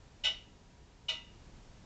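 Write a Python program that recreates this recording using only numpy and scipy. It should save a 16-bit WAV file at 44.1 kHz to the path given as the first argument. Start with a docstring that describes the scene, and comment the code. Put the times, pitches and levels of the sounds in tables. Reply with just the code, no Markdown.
"""Brass clock movement in a quiet workshop.

The weight-driven escape wheel drops on each pallet in turn: a tick, then a softer tock.
Each beat pings, rings the brass briefly and knocks faintly in the wooden stand.
Room reflections swell and fade, over low rumble, hiss and a faint hum."""
import sys
import numpy as np
from scipy import signal
from scipy.io import wavfile

SR = 44100
rng = np.random.default_rng(int(sys.argv[2]) if len(sys.argv) > 2 else 0)


def log_audio(samples):
    """Write samples as a 16-bit WAV file to the path given in sys.argv[1]."""
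    # one column per channel
    frames = np.atleast_2d(samples).T
    # limit to full scale, then quantise
    limited = np.clip(frames, -1, 1)
    pcm = np.round(limited * 32767).astype(np.int16)
    wavfile.write(sys.argv[1], SR, pcm)


N = 81585
T = np.arange(N) / SR
EARLY_T60_S = 0.12   # first reflections


def from_db(db):
    """Decibels to gain."""
    return 10 ** (np.asarray(db) / 20)


def noise_bands(spectrum, count, column=1):
    """Log-spaced noise bands following a spectrum: centres [Hz], bands summing to unit rms."""
    table = np.array(spectrum, float)
    edges = np.geomspace(table[0, 0], table[-1, 0], count + 1)
    centres = np.sqrt(edges[:-1] * edges[1:])
    gains = from_db(np.interp(np.log(centres), np.log(table[:, 0]), table[:, column]))
    bands = np.zeros((count, N))
    for i, gain in enumerate(gains):
        bandpass = signal.butter(2, edges[i:i + 2], "band", fs=SR, output="sos")
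        bands[i] = gain * signal.sosfilt(bandpass, rng.standard_normal(N + SR // 2))[-N:]
    return centres, bands / bands.sum(0).std()


def waver(depth_rms=0.3, rate_hz=32.5):
    """Random amplitude wobble of a mode under overlapping reflections."""
    pole = np.exp(-2 * np.pi * rate_hz / SR)
    wobble = signal.lfilter([1], [1, -2 * pole, pole * pole], rng.standard_normal(N))
    return depth_rms * wobble / np.sqrt(np.mean(wobble ** 2))


def envelope(start_s, swell_s, hold_s, t60_s, early_share=0):
    """Swell as reflections gather; decay from hold_s after the start, the early share faster."""
    age_s = T - start_s
    swell = np.clip(age_s / swell_s, 0, 1) ** 0.88
    fade_s = np.maximum(age_s - hold_s, 0)
    early = early_share * from_db(-60 * fade_s / EARLY_T60_S)
    tail = (1 - early_share) * from_db(-60 * fade_s / t60_s)
    return swell * (early + tail)


# Rumble and hiss: (frequency [Hz], relative density [dB])
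AIR_SPECTRUM = [(12, -34), (20, 2.5), (86, -2), (135, -6), (169, -7.5), (314, -13), (422, -17),
                (502, -17.5), (934, -20.5), (1010, -23), (1460, -24.5), (7500, -31), (9750, -57.5),
                (16500, -120)]
# Background swell: (time [s], relative level [dB])
AIR_SWELL = [(0, 0), (.3, 1.5), (.55, -0.3), (1.0, -0.6), (1.3, 1.1), (1.47, 2.5), (1.85, 1.85)]
# Steady hum: (frequency [Hz], rms level [dB])
HUM_TONES = [(419.9, -79), (958.2, -79)]


def workshop(air_db=-57.5, hiss_top_hz=7900):
    """Slightly swelling rumble and hiss, plus faint hum."""
    _, bands = noise_bands(AIR_SPECTRUM, count=56)
    lowpass = signal.butter(14, hiss_top_hz, fs=SR, output="sos")
    air = signal.sosfilt(lowpass, bands.sum(0))
    swell_db = np.interp(T, *np.transpose(AIR_SWELL))
    hum = sum(from_db(db) * np.sqrt(2) * np.sin(2 * np.pi * (hz * T + rng.random()))
              for hz, db in HUM_TONES)
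    return from_db(air_db + swell_db) * air + hum


# Stand: (frequency [Hz], relative density at pallet 0 [dB], at pallet 1 [dB])
STAND_SPECTRUM = [(327, -10.5, -20), (540, 6.5, 4.5), (670, 10, 1.5), (870, 3.5, -5), (1030, -9.5, -18.5),
                  (1130, 3, -1.5), (1350, 6, 5.5), (1520, -6.5, -6.5), (1697, -1, -10)]


def stand_knock(start_s, pallet, swell_s):
    """Dull response of the wooden stand to a beat."""
    _, bands = noise_bands(STAND_SPECTRUM, count=18, column=1 + pallet)
    return bands.sum(0) * envelope(start_s, swell_s, hold_s=0.05, t60_s=0.25)


# Plates and wheels: (frequency [Hz], relative density at pallet 0 [dB], at pallet 1 [dB])
CLACK_SPECTRUM = [(1746, -3, -11.5), (2050, 8, 3), (2450, 7.5, 8), (2780, 6, 5.5), (3067, 12, 18.5),
                  (3180, 4.5, 1), (3660, 16.5, 12), (4070, 7, 9), (4360, -4, 0), (5700, 5, -0.5),
                  (6200, -9.5, -2.5), (7370, 0.5, -5.5), (8000, -37, -24), (8600, -15.5, -21),
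                  (8905, -30.5, -37)]
# Clack tail in the room: (frequency [Hz], T60 [s])
CLACK_DECAY = [(2000, 0.35), (3000, 0.34), (4000, 0.3), (5800, 0.34), (7500, .22), (9000, 0.22)]


def metal_clack(start_s, pallet, swell_s, hold_s):
    """Dense upper metal modes blurred by the room; the tail loses treble first."""
    centres_hz, bands = noise_bands(CLACK_SPECTRUM, count=32, column=1 + pallet)
    band_t60_s = np.interp(centres_hz, *np.transpose(CLACK_DECAY))
    return sum(band * envelope(start_s, swell_s, hold_s, t60_s, early_share=0.19)
               for band, t60_s in zip(bands, band_t60_s))


# Ping, one row per pallet: (frequency [Hz], level [dB], swell [s], hold [s])
PALLET_PINGS = [(3005, -38.5, 0.017, 0.044), (2937, -35, 0.0064, .015)]


def escapement_ping(start_s, pallet):
    """The escapement's own bright, quickly damped note."""
    hz, db, swell_s, hold_s = PALLET_PINGS[pallet]
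    tone = (1 + waver()) * np.sin(2 * np.pi * (hz * T + rng.random()))
    return from_db(db) * tone * envelope(start_s, swell_s, hold_s, t60_s=0.05)


# Brass modes: (frequency [Hz])
BRASS_HZ = [642, 865, 942, 1506, 1973, 2004, 2250, 2406, 2535, 2601, 2830, 2895, 2938, 2956, 3118, 3218,
            3470, 3645, 3727, 3893, 4284, 4441, 5327, 5918]
# Excitation, one row per pallet, one column per mode: (level [dB])
BRASS_DB = [
    [-52, -52, -62.5, -46.5, -47, -45.5, -48.5, -62, -48, -42.5, -39.5, -37.5, -43, -26, -40, -42, -47,
     -47.5, -38, -45, -55.5, -49, -49.5, -50.5],
    [-49, -56.5, -54, -55, -49, -48, -50, -51, -43.5, -49, -39.5, -47, -36, -49, -59, -64.5, -50.5, -44.5,
     -46.5, -57, -49.5, -63, -53, -65],
]
# Decay per mode: (T60 [s])
BRASS_T60_S = [0.24, 0.17, 0.53, 0.24, 0.43, 0.41, .28, 0.2, 0.22, 0.36, 0.47, 0.36, 0.36, 0.31, 0.34, 0.33,
               0.35, 0.37, .27, 0.17, 0.25, 0.39, .21, 0.34]


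def brass_ring(start_s, pallet):
    """Distinct modes of the movement; each pallet excites its own mix."""
    swell_s, hold_s, early_share = (0.018, 0.034, 0.52) if pallet == 0 else (0.015, 0.015, 0.15)
    ring = np.zeros(N)
    for hz, db, t60_s in zip(BRASS_HZ, BRASS_DB[pallet], BRASS_T60_S):
        phase = 2 * np.pi * (hz * T + rng.random())
        tone = (1 + waver()) * np.sin(phase) + waver() * np.cos(phase)
        ring += from_db(db) * tone * envelope(start_s, swell_s, hold_s, t60_s, early_share)
    return ring


# Wheel landings: (time [s], pallet [0 or 1], clack [dB], knock [dB], swell [s], clack hold [s])
PALLET_DROPS = [(0.2359, 0, -35, -50, 0.0086, 0.02), (1.0829, 1, -38, -53, 0.0065, 0.016)]


def scene():
    """Tick and tock over the workshop background, mono."""
    mix = workshop()
    for start_s, pallet, clack_db, knock_db, swell_s, hold_s in PALLET_DROPS:
        mix += brass_ring(start_s, pallet)
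        mix += from_db(clack_db) * metal_clack(start_s, pallet, swell_s, hold_s)
        mix += from_db(knock_db) * stand_knock(start_s, pallet, swell_s)
        mix += escapement_ping(start_s, pallet)
    return mix[None]


def record(dry):
    """Steep treble cut."""
    stopband_hz, rejection_db = 9350, 60
    lowpass = signal.cheby2(18, rejection_db, stopband_hz, fs=SR, output="sos")
    return signal.sosfilt(lowpass, dry)


dry = scene()
out = record(dry)
log_audio(out)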